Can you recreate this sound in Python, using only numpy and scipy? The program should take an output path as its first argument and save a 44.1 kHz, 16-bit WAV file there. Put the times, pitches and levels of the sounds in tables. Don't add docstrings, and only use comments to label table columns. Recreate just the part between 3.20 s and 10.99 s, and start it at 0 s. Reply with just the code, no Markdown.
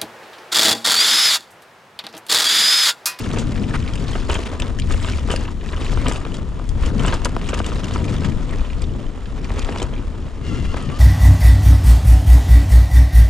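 import sys
import numpy as np
from scipy import signal
from scipy.fft import rfft, irfft, next_fast_len
from scipy.io import wavfile
from scipy.ndimage import uniform_filter1d

SR = 44100
rng = np.random.default_rng(int(sys.argv[2]) if len(sys.argv) > 2 else 0)


def dump_mix(stems):
    frames = np.atleast_2d(stems).T
    limited = np.clip(frames, -1, 1)
    pcm = np.round(limited * 32767).astype(np.int16)
    wavfile.write(sys.argv[1], SR, pcm)


N = 343450
TIME = np.arange(N) / SR
HIT_SIZE = SR // 12
HIT_AGE = np.arange(HIT_SIZE) / SR
DIRT_ROAR_DB, DIRT_GRIT_DB = -39, -51

# start_s, length_s, roar_db, grit_db
STONY_STRETCHES = [(0.0, 0.2, 7.5, 9.5), (0.251, 0.6, 4, 5.5), (0.885, 0.12, 5.5, 10),
                   (1.103, 0.08, 8, 12.5), (1.252, 0.23, 7, 4.5), (1.713, 0.23, 5, 11), (2.087, 0.13, 5, 7),
                   (2.472, 0.1, 1.5, 8.5), (2.613, 0.12, 6.5, 11), (2.861, 0.092, 9.5, 10),
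                   (3.05, 0.08, 3, 3.5), (3.638, 0.05, 8, 7), (3.81, 0.12, 12.5, 11.5),
                   (4.012, 0.1, 5.5, 4.5), (4.241, 0.55, 6.5, 8), (4.84, 0.23, 5.5, 7.5),
                   (5.195, 0.25, 5, 3.5), (5.547, 0.35, 1.5, -10), (6.235, 0.08, 4.5, 5.5),
                   (6.359, 0.26, 7.5, 6.5), (7.291, 0.2, 1.5, 4.5), (7.547, 0.22, 3.5, 4)]
# pitch_hz, width_hz, gain_db
WHEEL_MODES = [(380, 230, -11), (514, 200, 1.5), (630, 140, 0), (963, 76, 10.5), (1243, 195, 8.5),
               (1617, 120, 6), (1890, 490, -1.5), (2930, 980, -2)]
FRAME_MODES = [(416, 95, 5), (520, 66, 8.5), (643, 37, 7.5), (960, 36, 6), (1220, 31, -1), (1540, 74, -1),
               (1800, 61, -15), (2770, 210, -1), (3000, 58, -12), (3460, 270, -10)]


def from_db(db):
    return 10 ** (np.asarray(db) / 20)


def unit_power(x):
    return x / np.sqrt(np.mean(x ** 2) + 1e-20)


def steady(pair, span_s):
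    return pair / np.sqrt(uniform_filter1d(pair ** 2, max(int(span_s * SR), 2)) + 1e-12)


def curves(rows):
    times, *columns = np.transpose(rows)
    return [np.interp(TIME, times, column) for column in columns]


def swells(rows, rise_s, fall_s):
    return np.max([np.interp(TIME, [s - rise_s, s, s + length, s + length + fall_s], [0, top, top, 0])
                   for s, length, top in rows], axis=0)


def drift(corner_hz):
    hop, settle = 40, 2000
    pole = np.exp(-2 * np.pi * corner_hz * hop / SR)
    noise = rng.standard_normal(N // hop + settle + 2)
    slow = signal.lfilter([1], [1, -2 * pole, pole * pole], noise)[settle:]
    return np.interp(np.arange(N) / hop, np.arange(len(slow)), unit_power(slow))


def colour(x, spectrum, power=1):
    size = 2 ** 15
    hz, db = np.transpose(spectrum)
    grid_hz = np.maximum(np.arange(size // 2 + 1) * SR / size, 1)
    gain = from_db(power * np.interp(np.log(grid_hz), np.log(hz), db))
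    cepstrum = irfft(np.log(gain))
    cepstrum[1:size // 2] *= 2
    cepstrum[size // 2 + 1:] = 0
    response = irfft(np.exp(rfft(cepstrum)))[:size // 2]
    padded = next_fast_len(N + size // 2, real=True)
    return irfft(rfft(x, padded) * rfft(response, padded), padded)[..., :N]


def resonate(x, modes, scatter_db=0):
    out = 0
    for k, (hz, width, db) in enumerate(modes):
        r = np.exp(-np.pi * width / SR)
        band = signal.lfilter([1, 0, -1], [1, -2 * r * np.cos(2 * np.pi * hz / SR), r * r], x)
        gain = from_db(db + scatter_db * rng.standard_normal())
        out = out + (-1) ** k * (1 - r * r) * gain * band
    return out


def tuned(modes, hz):
    return [(ratio * hz, share * ratio * hz, db) for ratio, share, db in modes]


def soften(x, hz):
    return signal.sosfilt(signal.butter(2, hz, fs=SR, output="sos"), x)


def grains(per_s, spread_db):
    at = np.flatnonzero(rng.random(N) < per_s / SR)
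    sizes = from_db(spread_db * np.minimum(rng.exponential(1, (2, len(at))), 4))
    clicks = np.full((2, N), 1e-18)
    clicks[:, at] = sizes * rng.choice([-1, 1], sizes.shape)
    return clicks


def strike(modes, t60, crush, scatter_db):
    contacts = rng.laplace(0, 1, (2, HIT_SIZE))
    force = crush * contacts * from_db(-60 * HIT_AGE / t60)
    force[:, 0] += [1, rng.choice([-1, 1])]
    sound = resonate(force + 1e-18, modes, scatter_db)
    power = uniform_filter1d(sound ** 2, size=66, mode="constant")
    return sound / np.sqrt(power.max(axis=1, keepdims=True))


def add(track, s, sound):
    at = int(s * SR)
    track[:, at:at + sound.shape[1]] += sound[:, :N - at]


def wind(gust_midpoint_db=-25, gust_range_db=14):
    # time_s, level_db
    headwind = [(0, -25.5), (0.6, -22), (1.25, -23), (1.9, -20.5), (2.5, -27.5), (2.72, -18), (3.15, -27),
                (3.65, -20), (4.7, -25), (5.0, -21.5), (5.35, -22), (6.0, -25.5), (6.4, -25.5),
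                (7.2, -25.5), (7.45, -21), (7.79, -28.5)]
    # start_s, length_s, rise_db
    gusts = [(0.07, 0.14, 11), (0.3, 0.29, 8), (0.405, 0.025, 11), (0.515, 0.03, 11.5), (0.78, 0.1, 6.5),
             (1.63, 0.057, 3.5), (2.08, 0.12, 6), (2.74, 0.15, 5.5), (3.12, 0.018, 6), (3.76, 0.12, 10.5),
             (4.19, 0.72, 4), (4.8, 0.31, 9.5), (5.72, 0.066, 5), (6.55, 0.21, 3.5), (7.32, 0.065, 8),
             (7.67, 0.03, 8.5)]
    # start_s, length_s
    lulls = [(1.188, 0.19), (1.99, 0.015), (5.438, 0.05), (5.953, 0.097), (7.09, 0.064)]
    # frequency_hz, density_db
    rumble_spectrum = [(8, -25.5), (18, -2.5), (32, 2.5), (50, -4), (80, -3.5), (120, -20), (250, -64.5),
                       (600, -68)]
    light_spectrum = [(45, -26), (80, -2.5), (110, 0), (160, -3), (230, -7), (320, -9.5), (480, -18.5),
                      (800, -35.5), (2000, -72.5), (6000, -99)]
    gust_spectrum = [(60, -23.5), (105, 3), (150, -0.5), (240, -4), (330, -11.5), (480, -19), (800, -30.5),
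                     (2000, -69.5), (6000, -69)]
    headwind_db, = curves(headwind)
    lull_db = -10 * swells([(s, length, 1) for s, length in lulls], rise_s=0.026, fall_s=0.026)
    rumble_db = headwind_db + .5 * lull_db + 2 * drift(5.1)
    light_db = -32.5 + 0.48 * (headwind_db - headwind_db.mean())
    buffet_db = light_db + swells(gusts, rise_s=0.097, fall_s=0.094) + lull_db + 1.5 * drift(15.6)
    rumble = steady(colour(rng.standard_normal((2, N)), rumble_spectrum), span_s=0.108)
    light_noise, gust_noise = rng.standard_normal((2, 2, N)) * from_db(drift(21))
    gust_share = np.clip(.5 + (buffet_db - gust_midpoint_db) / gust_range_db, .05, .95)
    light = np.sqrt(1 - gust_share) * unit_power(colour(light_noise, light_spectrum))
    strong = np.sqrt(gust_share) * unit_power(colour(gust_noise, gust_spectrum))
    buffet = steady(light + strong, span_s=0.11)
    return rumble * from_db(rumble_db - 0.5) + buffet * from_db(buffet_db - 0.6)


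def ground(rise_s=0.087, fall_s=0.12):
    # start_s, length_s
    hops = [(1.52, 0.014), (2.34, 0.076)]
    stretches = np.array(STONY_STRETCHES)
    hop_db = -3.5 * swells([(s, length, 1) for s, length in hops], rise_s=0.016, fall_s=0.016)
    roar_db = DIRT_ROAR_DB + swells(stretches[:, [0, 1, 2]], rise_s, fall_s)
    grit_db = DIRT_GRIT_DB + swells(stretches[:, [0, 1, 3]], rise_s, fall_s)
    return roar_db + hop_db, grit_db + .5 * hop_db


def tyres(roar_db, grit_db):
    # frequency_hz, density_db
    roar_spectrum = [(100, -31), (200, 9.5), (255, 16), (310, 4), (440, 6.5), (620, 1), (830, -2),
                     (960, 1.5), (1090, -0.5), (1240, 0), (1450, -5.5), (2200, -12.5), (3400, -14.5),
                     (7000, -43)]
    grit_spectrum = [(900, -60), (1800, 2), (2450, -2), (2900, 0), (3450, -0.5), (4200, -4.5), (5200, -5),
                     (6000, -7.5), (7400, -6.5), (8200, -14.5), (9700, -15), (15000, -18)]
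    bumps = drift(49)
    tread = unit_power(grains(per_s=2500, spread_db=3))
    roar = steady(colour(tread * from_db(2 * bumps), roar_spectrum), span_s=0.244)
    looseness = np.clip((grit_db + 60.5) / 15, .2, 1.2)
    cracks = unit_power(crumble(grains(per_s=700, spread_db=4)))
    sand = rng.standard_normal((2, N))
    clumps = from_db(2 * looseness * (1.3 * bumps + 0.15 * drift(130)))
    crunch = unit_power(colour((cracks + sand) * clumps, grit_spectrum))
    ticking = pebbles(low_hz=1100, high_hz=7500, sizes=26, each_per_s=12, width_share=0.066)
    grit = crunch + from_db(-2.5) * looseness * ticking
    return roar * from_db(roar_db) + grit * from_db(grit_db)


def crumble(clicks, t60=0.006, snap_db=1.5):
    fade = from_db(-120 / (t60 * SR))
    power = signal.lfilter([1 - fade], [1, -fade], clicks ** 2)
    return from_db(snap_db) * clicks + np.sqrt(power) * rng.standard_normal(clicks.shape)


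def pebbles(low_hz, high_hz, sizes, each_per_s, width_share):
    out = 0
    for hz in np.geomspace(low_hz, high_hz, sizes):
        taps = grains(each_per_s, spread_db=2)
        out = out + resonate(taps, [(hz, width_share * hz, 0)]) / hz
    return unit_power(out)


def chips(grit_db):
    ticking = pebbles(low_hz=3400, high_hz=9000, sizes=14, each_per_s=4, width_share=0.055)
    return ticking * from_db(DIRT_GRIT_DB - 24 + 2.3 * (grit_db - DIRT_GRIT_DB))


def jolts(level_db, spread_db, body_db, decay_s, count):
    start, length = np.transpose(STONY_STRETCHES)[:2]
    ends = np.cumsum(length)
    along = (np.arange(count) + rng.random(count)) / count * ends[-1]
    stretch = np.searchsorted(ends, along)
    times = np.clip(start[stretch] + ends[stretch] - along, 0, TIME[-1])
    strength, tone = np.clip(rng.standard_normal((count, 2)), -2, 2).T
    levels = np.interp(times, TIME, level_db) + spread_db * strength
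    bodies = body_db + spread_db * (tone - .5 * strength)
    return [(*row, decay_s) for row in zip(times, levels, bodies)]


def chain_slaps(grit_db, ring_width_hz=170):
    # time_s, level_db, relative_ring_db, rattle_t60_s, ring_hz
    slaps = [(0.1332, -33, -9, 0.019, 3000), (0.185, -31, 1.5, 0.13, 3334), (0.736, -36, 5, 0.012, 3200),
             (0.755, -34.5, 1.5, 0.023, 2770), (1.106, -44.5, 24, 0.012, 2900),
             (1.152, -38, 12, 0.037, 3165), (1.4, -36, 10.5, 0.0061, 2620),
             (1.4205, -29, 7.5, 0.0082, 3020), (1.5875, -33.5, 6, 0.029, 2810),
             (1.5988, -37, 9, 0.0069, 3250), (1.7227, -28, -2.5, 0.0087, 3200),
             (1.8982, -31, -5, 0.015, 3000), (1.994, -37, -1, 0.012, 2970),
             (2.1033, -34.5, 12, 0.017, 2930), (2.1141, -30, 2, 0.12, 2900), (2.161, -25, 0, 0.02, 2740),
             (2.8673, -43, 23, 0.0085, 2900), (2.8935, -31, -5, 0.05, 2950), (2.9214, -29, 0, 0.016, 3060),
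             (3.1413, -36.5, 3, 0.06, 3260), (3.1684, -37, -4, 0.011, 2930),
             (3.491, -34.5, -4, 0.017, 3220), (3.6597, -32.5, -1, 0.032, 3070),
             (3.7947, -39.5, 11, 0.023, 3080), (3.8562, -46, 20, 0.011, 2820),
             (3.8803, -29.5, 6.5, 0.032, 2940), (3.94, -28.5, -6, 0.023, 2970),
             (4.0471, -19, -9, 0.026, 3000), (4.0547, -22.5, -18, 0.012, 2950),
             (4.289, -30, 4.5, 0.02, 2820), (4.3407, -30, 3, 0.034, 2900), (4.389, -33, 0, 0.034, 2950),
             (4.444, -39, 11, 0.023, 2950), (4.4648, -30, 2, 0.016, 3100), (4.6423, -30.5, 1, 0.025, 2800),
             (4.71, -37, 4, 0.012, 3020), (4.7373, -32.5, -3, 0.027, 2970), (4.8433, -35, 3, 0.0057, 3420),
             (5.045, -34, 4, 0.09, 3230), (6.3935, -26.5, -7, 0.0038, 3180), (6.447, -35, 5.5, 0.011, 3350),
             (6.574, -37, 2, 0.027, 2980), (6.584, -33, 0, 0.017, 3370), (6.6, -36, 7, 0.01, 3450),
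             (6.6185, -33.5, 5.5, 0.027, 3050)]
    # pitch_hz, width_hz, gain_db
    chain_modes = [(4310, 610, -4.5), (5050, 370, 2.5), (5900, 880, 0), (7330, 840, -1.5),
                   (9040, 670, -7.5), (9040, 990, -4.5), (12700, 4000, -17)]
    out = np.zeros((2, N))
    rattle = jolts(grit_db - 3.5, spread_db=1, body_db=12, decay_s=0.0075, count=70)
    rattle = [(*row, 2786 * np.exp(0.27 * rng.standard_normal())) for row in rattle]
    for s, db, ring_db, t60, hz in list(slaps) + rattle:
        ring_modes = [(0.623 * hz, 2 * ring_width_hz, -9), (hz, ring_width_hz, 0),
                      (1.17 * hz, 2 * ring_width_hz, -9)]
        links = strike(chain_modes, t60, crush=.4, scatter_db=1.8)
        ring = soften(strike(ring_modes, t60, crush=.12, scatter_db=2), hz=5500)
        add(out, s, from_db(db) * (links + from_db(ring_db + 2) * ring))
    return out


def rock_knocks(roar_db):
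    # time_s, level_db, relative_thud_db, contact_s
    rocks = [(0.138, -32, 9, 0.01), (0.1726, -26.5, 9.5, 0.022), (0.5385, -35, 8, 0.05),
             (0.953, -26.5, 8, 0.036), (1.0925, -32.5, 19.5, 0.018), (1.0978, -20, 3, 0.027),
             (1.152, -30.5, 5, 0.031), (1.19, -34, 17, 0.03), (1.3325, -35.5, 15.5, 0.013),
             (1.4228, -31, 8, 0.051), (1.706, -23, -3, 0.025), (1.846, -23, -8, 0.016),
             (1.8849, -25, -6, 0.02), (1.985, -29, 3, 0.016), (2.0983, -25.5, 7, 0.058),
             (2.123, -30, -1, 0.045), (2.2787, -30, -4, 0.032), (2.532, -27.5, 4, 0.027),
             (2.7735, -29.5, 5, 0.033), (2.859, -22, 0, 0.016), (2.887, -30, 9, 0.048),
             (2.9132, -24.5, 8, 0.026), (3.0509, -25, -21, 0.007), (3.634, -26, 0, 0.019),
             (3.847, -23, -3, 0.04), (3.8784, -23, -6, 0.034), (3.9245, -19.5, -11, 0.047),
             (4.0549, -18.5, 5.5, 0.025), (4.2906, -25.5, 2, 0.014), (4.333, -22.5, 5, 0.035),
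             (4.5188, -25, -11, 0.012), (4.7592, -18.5, -2, 0.011), (5.0442, -26, -5, 0.04),
             (6.3685, -34, 13.5, 0.014), (6.4893, -29, 8, 0.016), (6.5605, -33, -8, 0.012),
             (6.6176, -30.5, 14.5, 0.054), (6.732, -37.5, 12, 0.071), (7.5429, -28.5, -1, 0.027)]
    # pitch_hz, width_hz, gain_db
    thud_modes = [(162, 75, -22.5), (246, 28, 15), (395, 310, 16.5)]
    out = np.zeros((2, N))
    small_rocks = jolts(roar_db - 5.5, spread_db=1.5, body_db=6, decay_s=0.0057, count=28)
    for s, db, thud_db, contact_s in list(rocks) + small_rocks:
        t60 = 1.78 * contact_s
        crack = soften(strike(WHEEL_MODES, t60, crush=.12, scatter_db=2.5), hz=4200)
        thud = soften(strike(thud_modes, t60, crush=.05, scatter_db=3), hz=800)
        add(out, s, from_db(db) * (crack + from_db(thud_db - 1.5) * thud))
    return out


def frame_rattle(rise_s=0.012):
    # time_s, level_db, t60_s
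    landings = [(0.175, -31, 0.25), (1.1, -30, 0.55), (1.85, -32, 0.31), (2.105, -28.5, 0.44),
                (2.868, -33, 0.35), (3.85, -33, 0.65), (4.335, -38, 0.28), (4.76, -32.5, 0.31),
                (6.62, -39, 0.2), (7.545, -41, 0.5)]
    shake = 0
    for s, db, t60 in landings:
        onset = np.clip((TIME - s) / rise_s + 1, 0, 1)
        shake = shake + onset * from_db(db - 60 * np.maximum(TIME - s, 0) / t60)
    chatter = grains(per_s=260, spread_db=3)
    return shake * steady(resonate(chatter, FRAME_MODES), span_s=0.035)


def clinks_and_bounces(width_share=0.18):
    # time_s, level_db, pitch_hz
    hits = [(0.376, -34, 3070), (0.42, -39, 3500), (0.44, -32, 3000), (0.483, -39, 3180),
            (0.509, -31.5, 1640), (0.602, -35, 3600), (0.625, -35, 2970), (0.677, -30, 2960),
            (0.692, -35, 2020), (0.777, -34, 3200), (0.882, -31, 2980), (1.6203, -29, 3550),
            (2.199, -42, 3800), (2.2222, -39, 3300), (2.253, -31.5, 2570), (2.411, -37, 2520),
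            (2.6183, -32, 2400), (2.9596, -28.5, 3770), (4.214, -32, 2830), (4.261, -33, 3500),
            (4.881, -33.5, 3380), (4.965, -32, 3000), (5.119, -35, 2120), (5.2936, -37, 3460),
            (5.309, -37, 2300), (5.332, -31, 1700), (5.4498, -33, 2850), (5.501, -35.5, 2270),
            (5.531, -36.5, 2930), (5.64, -35, 3170), (6.057, -37, 2540), (6.181, -40, 2010),
            (6.2443, -33.5, 4700), (6.303, -37, 1980), (6.737, -36.5, 3270), (6.763, -37.5, 2200),
            (6.779, -37.5, 3230), (7.452, -35, 2720), (7.567, -27, 1230), (7.6, -33, 1230),
            (7.604, -39, 3700), (7.631, -33, 1220), (7.69, -35, 2900), (7.699, -32, 1270)]
    modes = [(ratio, width_share, db) for ratio, db in [(0.68, -3.5), (1, 0), (1.2, -4.5), (1.9, -17.5)]]
    out = np.zeros((2, N))
    for s, db, hz in hits:
        ring = strike(tuned(modes, hz), t60=0.034, crush=0.085, scatter_db=3.5)
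        add(out, s, from_db(db + 1) * soften(ring, hz=6500))
    return out


def gravel_scrapes(edge_s=0.0034):
    # start_s, length_s, level_db, pitch_hz
    scuffs = [(0.536, 0.028, -27, 1460), (0.54, 0.024, -35, 2220), (1.118, 0.013, -36, 3000),
              (1.228, 0.01, -35.5, 3100), (1.256, 0.02, -34.5, 3060), (2.637, 0.054, -48, 3000),
              (2.785, 0.045, -39, 2120), (3.62, 0.061, -41, 2700), (6.362, 0.075, -43, 2450),
              (6.416, 0.014, -36, 3670)]
    # pitch_ratio, width_share, gain_db
    gravel_modes = [(0.68, 0.53, -6), (1, 0.15, 1), (1.55, 0.54, -14)]
    out = np.zeros((2, N))
    for s, length, db, hz in scuffs:
        age = np.arange(int((length + edge_s) * SR)) / SR
        slips = rng.laplace(0, 1, (2, len(age)))
        rasp = steady(resonate(slips, tuned(gravel_modes, hz)), span_s=0.0092)
        envelope = np.clip(np.minimum(age, age[-1] - age) / edge_s, 0, 1)
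        add(out, s, from_db(db) * rasp * envelope)
    return out


def cable_raps(fall_s=0.000665, rise_s=0.001):
    # time_s, level_db, starting_pitch_hz, t60_s
    raps = [(1.098, -25, 3040, 0.025), (1.1305, -29, 2600, 0.014), (1.1553, -22, 3440, 0.015),
            (1.164, -23, 1460, 0.029), (1.744, -25, 2160, 0.021), (2.087, -26.5, 2600, 0.019),
            (2.1138, -27, 3000, 0.01), (2.1387, -17, 1870, 0.02), (2.5182, -35, 2400, 0.016),
            (2.7283, -27, 2400, 0.014), (2.7735, -29.5, 2620, 0.013), (2.863, -20, 2330, 0.023),
            (2.8845, -22, 2020, 0.018), (2.9635, -30, 2200, 0.012), (3.0645, -31, 2020, 0.016),
            (3.3967, -28, 2400, 0.016), (3.8098, -26, 3230, 0.013), (3.8488, -22, 2770, 0.016),
            (3.8975, -29, 2970, 0.009), (3.925, -21, 2670, 0.0094), (4.069, -24.5, 2380, 0.018),
            (4.165, -16.5, 2530, 0.032), (4.3305, -21.5, 1930, 0.017), (4.402, -18, 2630, 0.035),
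            (4.4893, -32, 2200, 0.015), (4.583, -29, 2220, 0.014), (4.7085, -30, 2780, 0.012),
            (5.0193, -27.5, 2200, 0.021), (6.304, -27, 3200, 0.028), (6.4898, -20.5, 3060, 0.012),
            (6.5605, -24.5, 2700, 0.01), (7.5421, -23, 2240, 0.03)]
    out = np.zeros((2, N))
    for s, db, hz, t60 in raps:
        envelope = (1 - np.exp(-HIT_AGE / rise_s)) * from_db(-60 * HIT_AGE / t60)
        cycles = hz * fall_s * np.log1p(HIT_AGE / fall_s)
        tock = np.sqrt(2) * envelope / envelope.max() * np.sin(2 * np.pi * cycles)
        crack = soften(strike(WHEEL_MODES, t60, crush=.03, scatter_db=2.5), hz=4200)
        tube_ring = strike(FRAME_MODES[:6], t60, crush=.03, scatter_db=3)
        polarity = np.array([[1], [rng.choice([-1, 1])]])
        add(out, s, from_db(db) * (polarity * tock + from_db(-9) * (crack + tube_ring)))
    return out


def link_ticks():
    # time_s, level_db, pitch_hz
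    taps = [(1.115, -28, 7300), (1.143, -24.5, 6800), (1.4, -25.5, 7400), (1.598, -26.5, 6940),
            (2.1143, -28, 8000), (2.8833, -21, 8100), (2.934, -32, 7600), (2.967, -38, 7800),
            (3.8626, -25.5, 8000), (4.048, -22, 5400), (4.055, -28, 7400), (4.092, -38, 7200),
            (4.165, -36, 5500), (4.294, -29, 7600), (4.464, -28, 7700), (5.31, -41, 7500),
            (5.385, -43, 6400), (5.6185, -34.5, 7100), (5.6213, -31.5, 4940), (6.6277, -24, 7640),
            (7.625, -38, 8300), (7.762, -40, 4730)]
    # pitch_ratio, width_share, gain_db
    link_modes = [(0.42, 0.2, -0.5), (0.7, 0.1, -1.5), (1, 0.084, 2), (1.22, 0.12, -5.5), (1.65, 0.35, -13)]
    out = np.zeros((2, N))
    for s, db, hz in taps:
        add(out, s, from_db(db) * strike(tuned(link_modes, hz), t60=0.012, crush=.15, scatter_db=1.5))
    return out


def freewheel(rate_jitter=0.004, uneven_db=3, flutter_db=2):
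    # time_s, clicks_per_s, level_db, relative_shell_db
    coasting = [(7.225, 690, -52, -4), (7.262, 712, -43, -4), (7.29, 706, -42, -6), (7.312, 674, -46.5, 8),
                (7.372, 700, -41, -2), (7.41, 685, -42, -14), (7.44, 660, -48, -6), (7.51, 705, -39, -3),
                (7.55, 690, -46, -2), (7.605, 660, -45, 3), (7.655, 625, -45, 4), (7.688, 582, -47, -6),
                (7.712, 572, -53, 0), (7.728, 580, -44.5, 13), (7.75, 585, -48, 5), (7.77, 615, -44, 7),
                (7.79, 590, -56, -4)]
    # pitch_hz, width_hz, gain_db
    hub_modes = [(1660, 110, 5), (2060, 170, -1), (2830, 320, 2.5), (3330, 300, 0), (3970, 1300, -9),
                 (6940, 2700, -20)]
    shell_modes = [(1150, 97, 8.5), (1374, 160, -2.5)]
    clicks_per_s, db, shell_db = curves(coasting)
    teeth = np.cumsum(clicks_per_s * (1 + rate_jitter * drift(40))) / SR
    teeth = np.maximum.accumulate(teeth + .036 * drift(250))
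    snaps = np.diff(np.floor(teeth), prepend=0) * from_db(uneven_db * rng.standard_normal((2, N)))
    buzz = steady(resonate(snaps, hub_modes), span_s=0.034) * from_db(flutter_db * drift(68))
    shell = steady(resonate(snaps, shell_modes), span_s=0.023)
    is_coasting = TIME >= coasting[0][0]
    return is_coasting * from_db(db) * (buzz + from_db(shell_db) * shell)


def reflections(x, level_db, t60, rise_s=0.00033):
    envelope = from_db(-60 * HIT_AGE / t60) * np.clip(HIT_AGE / rise_s, 0, 1)
    tail = rng.standard_normal((2, HIT_SIZE)) * envelope
    tail *= from_db(level_db) / np.sqrt(np.sum(tail ** 2, axis=1, keepdims=True))
    reflected = signal.fftconvolve(x, tail, axes=1)[:, :N]
    return (x + reflected) / np.sqrt(1 + from_db(2 * level_db))


def ports(pair, lean, unshared, phase):
    shared, apart = pair[0], colour(pair[1], unshared)
    left = colour(shared + apart, lean, power=0.44)
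    right = colour(shared - apart, lean, power=-0.51)
    size = next_fast_len(N + SR // 10, real=True)
    lead_rad = np.interp(np.fft.rfftfreq(size, 1 / SR), *np.transpose(phase))
    right = irfft(rfft(right, size) * np.exp(-1j * lead_rad), size)[:N]
    return np.array([left, right])


def scene():
    # frequency_hz, leftward_db
    wind_lean = [(30, 5.5), (70, 2.4), (140, 8), (400, 6.3), (1500, 14)]
    bike_lean = [(60, 18), (300, -3.5), (700, -4), (1000, -0.5), (1250, 1.5), (1600, 0), (3300, 0),
                 (8000, -2), (15000, -6.5)]
    # frequency_hz, gain_db
    wind_unshared = [(30, -8), (70, -16.5), (150, -14.5), (400, -11)]
    bike_unshared = [(100, -41), (500, -25), (1000, -18.5), (1400, -8.5), (3100, -12), (7000, -10.5),
                     (14000, -2)]
    # frequency_hz, left_lead_rad
    wind_phase = [(20, 0.36), (90, -0.11), (180, -0.57), (400, -0.56), (1500, 0.083)]
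    bike_phase = [(100, 0.062), (500, 0.095), (860, 0.55), (2700, 0.65), (3400, 1), (5000, 0.79),
                  (15000, 0.22)]
    # time_s, left_minus_right_db
    sway = [(0, 1.5), (3.3, 2), (5.25, 1.6), (5.8, -1.5), (6.3, 1.5), (7.2, 0.5), (7.79, 1.5)]
    air = ports(wind(), wind_lean, wind_unshared, wind_phase)
    roar_db, grit_db = ground()
    clatter = chain_slaps(grit_db) + link_ticks() + clinks_and_bounces() + chips(grit_db)
    clatter = reflections(clatter, level_db=-7.5, t60=0.05)
    rolling = tyres(roar_db, grit_db) + freewheel() + gravel_scrapes()
    blows = rock_knocks(roar_db) + cable_raps() + frame_rattle()
    bike = ports(rolling + blows + clatter, bike_lean, bike_unshared, bike_phase)
    sway_db, = curves(sway)
    return bike * from_db([sway_db / 2, -sway_db / 2]) + air


def record(dry, cutoff_hz=15800):
    # frequency_hz, gain_db
    mic_response = [(20, 1), (7700, -0.5), (8100, 0.5), (9600, 1), (10300, -5), (11200, -13.5),
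                    (14000, -19), (15800, -24)]
    low_pass = signal.ellip(10, .1, 90, cutoff_hz, fs=SR, output="sos")
    return signal.sosfilt(low_pass, colour(dry, mic_response))


dry = scene()
out = record(dry)
dump_mix(out)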